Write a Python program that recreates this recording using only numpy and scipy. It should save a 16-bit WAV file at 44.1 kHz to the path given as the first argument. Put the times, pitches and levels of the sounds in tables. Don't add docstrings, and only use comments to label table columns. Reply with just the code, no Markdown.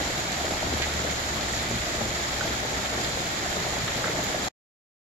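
import sys
import numpy as np
from scipy import signal
from scipy.fft import rfft, irfft
from scipy.io import wavfile

SR = 44100
rng = np.random.default_rng(int(sys.argv[2]) if len(sys.argv) > 2 else 0)


def unload_audio(sound):
    columns = np.transpose(np.atleast_2d(sound))
    steps = np.round(np.clip(columns, -1, 1) * 32767)
    wavfile.write(sys.argv[1], SR, steps.astype(np.int16))


N = 222097
HZ = np.fft.rfftfreq(N, 1 / SR)
T = np.arange(N) / SR

# (time [s], relative level [dB])
PATTER_LEVEL = [(0, 0.5), (.12, -0.5), (.34, -3.5), (.48, 3), (.6, -3), (.75, 2), (.9, -5), (1.07, 1),
                (1.23, -8.5), (1.37, 0.5), (1.55, -4), (1.7, -2), (1.8, -12), (2.02, 0.5), (2.2, -5),
                (2.36, -2), (2.48, -1), (2.6, -2.5), (2.74, 1), (2.86, -6.5), (2.96, 1), (3.08, -2),
                (3.35, -3), (3.68, 0.5), (3.78, .5), (3.9, -4), (4.05, 2.5), (4.45, .5)]


def amp(db):
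    return 10 ** (np.asarray(db) / 20)


def unit(x):
    return x / np.sqrt(np.mean(x ** 2) + 1e-20)


def read(points, hz):
    f, value = np.transpose(points)
    return np.interp(np.log(hz + 1), np.log(f + 1), value)


def drift(rate_hz):
    spectrum = rfft(rng.standard_normal(N))
    return unit(irfft(spectrum * np.exp(-(HZ / rate_hz) ** 2), N))


def band(hz, centre_hz, octaves):
    return np.exp(-.5 * (np.log2((hz + 1) / centre_hz) / octaves) ** 2)


def at_ports(spectra, hz):
    # (frequency [Hz], left-right correlation [-1 to 1])
    coherence = [(60, 0.94), (200, 0.94), (340, 0.89), (480, 0.52), (700, 0.55), (960, -0.0083),
                 (1500, -0.41), (2100, 0.26), (3500, -0.043), (15000, -0.014)]
    angle = np.arccos(np.clip(read(coherence, hz), -1, 1)) / 2
    mid = np.cos(angle) * spectra[0]
    side = np.sin(angle) * spectra[1]
    return np.array([mid + side, mid - side])


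def place(sound, db, pan_db):
    greatest_lag_s, full_side_db = .0003, 6
    lag = int(round(greatest_lag_s * np.tanh(pan_db / full_side_db) * SR))
    left, right = sound * np.ones((2, 1))
    pair = np.array([np.roll(left, max(-lag, 0)), np.roll(right, max(lag, 0))])
    return pair * amp([[db + pan_db / 2], [db - pan_db / 2]])


def add(mix, s, sound):
    part = mix[:, round(s * SR):][:, :sound.shape[1]]
    part += sound[:, :part.shape[1]]


def far_hiss(level_db=-2.5, swell_db=0.08, flutter_db=0.53):
    gain = amp(level_db + swell_db * drift(2.7) + flutter_db * drift(30))
    return rfft(rng.standard_normal((2, N)) * gain)


def impacts(per_s, spread_db, limit):
    count = int(per_s * N / SR)
    moment, lean, size, sign = rng.random((count, 4)).T
    size = amp(spread_db * np.minimum(-np.log(1 - size), limit)) * np.sign(sign - .5)
    lag = np.round((lean - .5) * 40).astype(int)
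    at = (moment * N).astype(int)
    left = np.bincount(at, size * np.cos(lean * np.pi / 2), N)
    right = np.bincount((at + lag) % N, size * np.sin(lean * np.pi / 2), N)
    return unit(np.array([left, right]))


def splash(clicks, spray, spray_s):
    t = T[:SR // 10]
    tail = rng.standard_normal((2, len(t))) * np.exp(-t / spray_s)
    tail *= spray / np.linalg.norm(tail[0])
    return unit(clicks + signal.oaconvolve(clicks, tail, axes=1)[:, :N])


def near_drops(ticks_db=-4.5, patter_db=-3.0, patter_below_hz=850, clump_db=1.48, patter_clump_db=1.2):
    flurry_db, flurry_hz = 0.2, 4.3
    centres = np.geomspace(130, 14000, num=12)
    shapes = np.array([band(HZ, hz, octaves=0.61) for hz in centres])
    shapes /= np.sqrt((shapes ** 2).sum(0) + .05)
    patter_course_db = np.interp(T, *np.transpose(PATTER_LEVEL))
    flurry = amp(patter_db + patter_course_db + flurry_db * drift(flurry_hz))
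    out = 0
    for hz, shape in zip(centres, shapes):
        if hz < patter_below_hz:
            clicks = impacts(per_s=175, spread_db=2.5, limit=3.0)
            drops = flurry * splash(clicks, spray=0.5, spray_s=0.0064)
            drops = drops * amp(patter_clump_db * drift(11.4))
        else:
            clicks = impacts(per_s=520, spread_db=2.5, limit=3.8)
            drops = amp(ticks_db) * splash(clicks, spray=0.73, spray_s=0.011)
            drops = drops * amp(clump_db * drift(23))
        out = out + shape * rfft(drops)
    return out


def paver_ticks(level_db=-16.5):
    clicks = splash(impacts(per_s=130, spread_db=2.5, limit=7.1), spray=0.81, spray_s=0.0038)
    return amp(level_db) * rfft(clicks) * band(HZ, centre_hz=4500, octaves=2.7)


def rain(level_db=-58.0):
    # (frequency [Hz], relative spectral density [dB per Hz])
    rain_spectrum = [(12, -16), (32, -1.5), (45, -8), (62, -5), (92, -5), (170, -2), (280, -4.7),
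                     (470, -7.5), (680, -2.5), (1000, -10), (2000, -9), (4000, -11.5), (16000, -21.5)]
    density = amp(level_db + read(rain_spectrum, HZ)) * np.sqrt(SR / 2)
    drops = far_hiss() + near_drops() + paver_ticks()
    return irfft(at_ports(drops, HZ) * density, N)


def machines(wobble=0.017, throb_db=3.3, waver=0.68, pan_db=2.0):
    # (start time [s], initial mean firing rate [Hz])
    engine_pulls = [(0, 77.67), (3.12, 75.4)]
    # (time [s], rms level [dB])
    engine_level = [(0, -43.5), (.95, -41), (1.6, -40), (1.95, -46), (2.4, -45.5), (2.7, -41), (3.1, -44.5),
                    (4.4, -61)]
    # (frequency [Hz], rms level [dB], speed of random sway [Hz])
    motor_tones = [(57.8, -47, 4.8), (114.1, -47.5, 6.5), (352.7, -51, 4.2), (611.7, -50.5, 2.6),
                   (2050, -64, 3.3)]
    sag_hz_per_s = 3.9
    firing_hz = np.zeros(N)
    for start, top_hz in engine_pulls:
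        firing_hz = np.where(T >= start, top_hz - sag_hz_per_s * (T - start), firing_hz)
    turns = np.cumsum(firing_hz * (1 + wobble * drift(9.7))) / SR
    engine_db = np.interp(T, *np.transpose(engine_level)) + throb_db * drift(10.0)
    out = amp(engine_db) * np.sin(2 * np.pi * turns)
    for tone_hz, tone_db, sway_hz in motor_tones:
        sway = 1 + waver * (drift(sway_hz) + 1j * drift(sway_hz))
        tone = (sway * np.exp(2j * np.pi * tone_hz * T)).real
        out = out + amp(tone_db) * unit(tone) / np.sqrt(2)
    return np.sqrt(2) * out * amp([[pan_db / 2], [-pan_db / 2]])


def big_drops(spray=0.23, echo=0.35, echo_s=0.003):
    # (time [s], pulse peak level [dB], centre [Hz], width [octaves], left-right difference [dB])
    drips = [(.011, -25.5, 458, 0.55, 0.5), (.0504, -22.5, 5500, .3, 0.5), (.2704, -26, 3700, .25, -1),
             (.3081, -26, 493, 0.54, -3), (.328, -23, 3900, .25, 6), (.4094, -23, 660, 0.36, 0.5),
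             (.4494, -23.5, 523, 0.35, -2.5), (.5107, -23.5, 520, 0.53, -8.5), (.538, -24.5, 420, 0.7, 8),
             (.6292, -22.5, 680, .3, 4), (.671, -24, 330, 0.51, 2), (.727, -22.5, 430, .75, 5),
             (.739, -25, 320, 0.55, 1), (.7754, -24.5, 10800, .1, 2.5), (.8015, -21, 520, 0.57, -2.5),
             (0.8202, -13.5, 2900, .8, -3.5), (1.049, -24, 390, 0.54, 6.5), (1.088, -25.5, 575, 0.51, 6),
             (1.0959, -24, 3570, .5, -2), (1.371, -26, 700, .7, 4.5), (1.4104, -22, 4200, .25, -2.5),
             (1.4932, -15.5, 8800, .11, -5.5), (1.5274, -24, 6700, .15, 0.5),
             (1.5614, -22.5, 5100, .3, 1.5), (1.5922, -23, 3450, .4, -2.5), (1.7129, -21, 460, 0.67, 3.5),
             (2.0109, -20.5, 380, 0.79, 5), (2.016, -25.5, 720, .35, 1), (2.9318, -22.5, 450, 0.7, 5),
             (2.9783, -24, 330, .6, -1), (3.0467, -16.5, 3750, 0.49, 1), (3.1744, -20.5, 540, .65, 5),
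             (3.5687, -20, 546, 0.93, 6), (3.5809, -22.5, 540, 0.6, -1.5), (3.5924, -23, 13800, .06, 0),
             (3.6663, -19.5, 485, 0.63, 3.5), (3.7698, -20.5, 620, 0.44, -2),
             (3.8798, -18, 1850, 0.65, 0.5), (3.8828, -23.5, 3650, .17, 0.5), (3.99, -22.5, 470, 0.56, 2),
             (4.0428, -17, 1470, .42, -2.5), (4.2395, -12.5, 13800, .18, -8),
             (4.3017, -23.5, 510, 0.61, -1.5), (4.347, -20, 570, 0.37, -2.5)]
    ring_1khz_s, ring_slope = .011, 0.3
    out, t = np.zeros((2, N)), T[:SR // 4]
    hz = np.fft.rfftfreq(len(t), 1 / SR)
    lead = SR // 100
    for s, db, centre_hz, octaves, pan_db in drips:
        colour = band(hz, centre_hz, octaves)
        phase = np.exp(2j * np.pi * rng.random())
        bounce = 1 + echo * np.exp(-2j * np.pi * hz * echo_s)
        pulse = irfft(colour * phase * bounce, len(t))
        ring_s = ring_1khz_s * (1000 / centre_hz) ** ring_slope
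        noise = rfft(rng.standard_normal((2, len(t))))
        droplets = unit(irfft(at_ports(noise, hz) * colour, len(t)))
        envelope = np.exp(-t / ring_s) * (1 - np.exp(-t * centre_hz))
        drop = pulse / abs(pulse).max() + spray * droplets * envelope
        add(out, s - lead / SR, place(np.roll(drop, lead, axis=1), db, pan_db))
    return out


def bubble(pitch_hz, cycles):
    rise = .008
    t = T[:SR // 25]
    age = t * pitch_hz / cycles
    return age * np.exp(1 - age) * np.sin(2 * np.pi * pitch_hz * t * (1 + rise * age / 2))


def bubbles(per_s, db, spread_db, low_hz, high_hz, cycles, width_db):
    out = np.zeros((2, N))
    for when, size, pitch, side in rng.random((int(per_s * N / SR), 4)):
        ring = bubble(low_hz * (high_hz / low_hz) ** pitch, cycles)
        add(out, when * N / SR, place(ring, db + spread_db * (size - .5), width_db * (side - .5)))
    return out


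def plops(wet_s=.013, yard_echo=.38):
    # (time [s], peak level [dB], starting pitch [Hz], time until loudest [cycles], left-right difference [dB])
    clear_plops = [(.442, -29, 720, 2.5, 0), (1.5352, -27, 1840, 2.2, -3), (1.866, -29, 640, 1.9, 1),
                   (2.41, -21.5, 1450, 2.1, -1.5), (2.426, -28, 735, 1.4, -1), (2.452, -27, 673, 2.1, 1),
                   (2.474, -28, 361, 1, 3), (2.997, -30, 730, 3, 1), (3.089, -30, 7600, 9, 2),
                   (3.46, -28, 680, 1.6, 1), (3.529, -35, 7240, 12, -1.5), (3.6555, -32, 1680, 2.4, 1),
                   (4.1015, -30, 2200, 2.7, 1), (4.188, -26, 667, 1.5, 0), (4.468, -26, 757, 1.7, 3.5)]
    gurgles = bubbles(per_s=38, db=-34.5, spread_db=6, low_hz=420, high_hz=830, cycles=1.6, width_db=5)
    out = gurgles * amp(np.interp(T, *np.transpose(PATTER_LEVEL)))
    out += bubbles(per_s=45, db=-35.5, spread_db=3.5, low_hz=1198, high_hz=3635, cycles=2.2, width_db=9.5)
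    out += bubbles(per_s=35, db=-34.0, spread_db=7, low_hz=3400, high_hz=6950, cycles=3.5, width_db=7)
    for s, db, pitch_hz, cycles, pan_db in clear_plops:
        add(out, s, place(bubble(pitch_hz, cycles), db, pan_db))
    t = T[:SR // 10]
    tail = rng.standard_normal((2, len(t))) * t * np.exp(-t / wet_s)
    tail *= yard_echo / np.linalg.norm(tail[0])
    return out + signal.oaconvolve(out, tail, axes=1)[:, :N]


def spatters(per_s=260, scatter=0.76, spread_db=4.0):
    # (time [s], length [s], rms level with short margins [dB],
    # centre [Hz], width [octaves], left-right difference [dB])
    water_runs = [(.806, .048, -37, 2150, .42, -3), (0.818, .028, -38.5, 3500, .6, -1.5),
                  (1.499, .11, -39.5, 4700, .86, -1), (2.006, 0.042, -38, 230, .7, 2),
                  (2.392, .044, -46, 1900, .36, -1), (2.94, .024, -39.5, 620, .7, 4),
                  (3.877, 0.015, -41.5, 2000, .35, 1.5), (4.034, .08, -39, 1600, .6, -2)]
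    out = np.zeros((2, N))
    lead = SR // 100
    for s, length, db, centre_hz, octaves, pan_db in water_runs:
        count = max(int(per_s * length), 2)
        size = int(length * SR) + 2 * lead
        jitter, strength, sign = rng.random((count, 3)).T
        when = (np.arange(count) + min(scatter, 1) * jitter) / count
        swell = np.sqrt(np.sin(np.pi * when))
        heights = swell * amp(spread_db * (2 * strength - 1)) * np.sign(sign - .5)
        clicks = np.bincount(lead + (when * length * SR).astype(int), heights, size)
        run = irfft(rfft(clicks) * band(np.fft.rfftfreq(size, 1 / SR), centre_hz, octaves), size)
        add(out, s - lead / SR, place(unit(run), db, pan_db))
    return out


def hum_swell(edge_s=.02):
    # (multiple of the fundamental [1], rms level at full swell [dB])
    hum_partials = [(2, -36), (3, -39), (4, -35.5)]
    start_s, length_s, fundamental_hz = 1.68, .108, 58.4
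    age = T - start_s
    shape = np.clip(np.minimum(age, length_s - age) / edge_s, 0, 1)
    hum = 0
    for multiple, db in hum_partials:
        cycles = multiple * fundamental_hz * T + rng.random()
        hum = hum + amp(db) * np.sin(2 * np.pi * cycles)
    return np.sqrt(2) * shape * hum


def scene():
    return rain() + machines() + big_drops() + plops() + spatters() + hum_swell()


def record(dry):
    # (frequency [Hz], gain [dB])
    left_colour = [(700, -0.5), (1300, 3.5), (1800, -2.5), (2800, -2), (3700, 1.5), (6200, 0.5),
                   (7800, -8.5), (8450, -29.5), (9800, -4.5), (10400, -7.5), (11900, -0.5), (12700, -17),
                   (15500, -19.5)]
    right_colour = [(700, -1), (1250, 0.6), (1800, 5), (2250, 3), (2700, -3.5), (3900, 0.8), (6000, -4),
                    (7000, 10), (7700, 2), (8700, -24), (9600, -18), (12000, -13), (15500, -19.5)]
    stop_s, edge_hz = 4.486, 15750
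    ports = amp([read(left_colour, HZ), read(right_colour, HZ)])
    heard = irfft(rfft(dry) * ports, N)
    running = np.interp(T, [stop_s - .003, stop_s + .001, stop_s + .03], [1, .05, 0])
    low_pass = signal.firwin(1023, edge_hz, window=("kaiser", 9), fs=SR)
    return signal.oaconvolve(heard * running, low_pass[None], "same", axes=1)


dry = scene()
out = record(dry)
unload_audio(out)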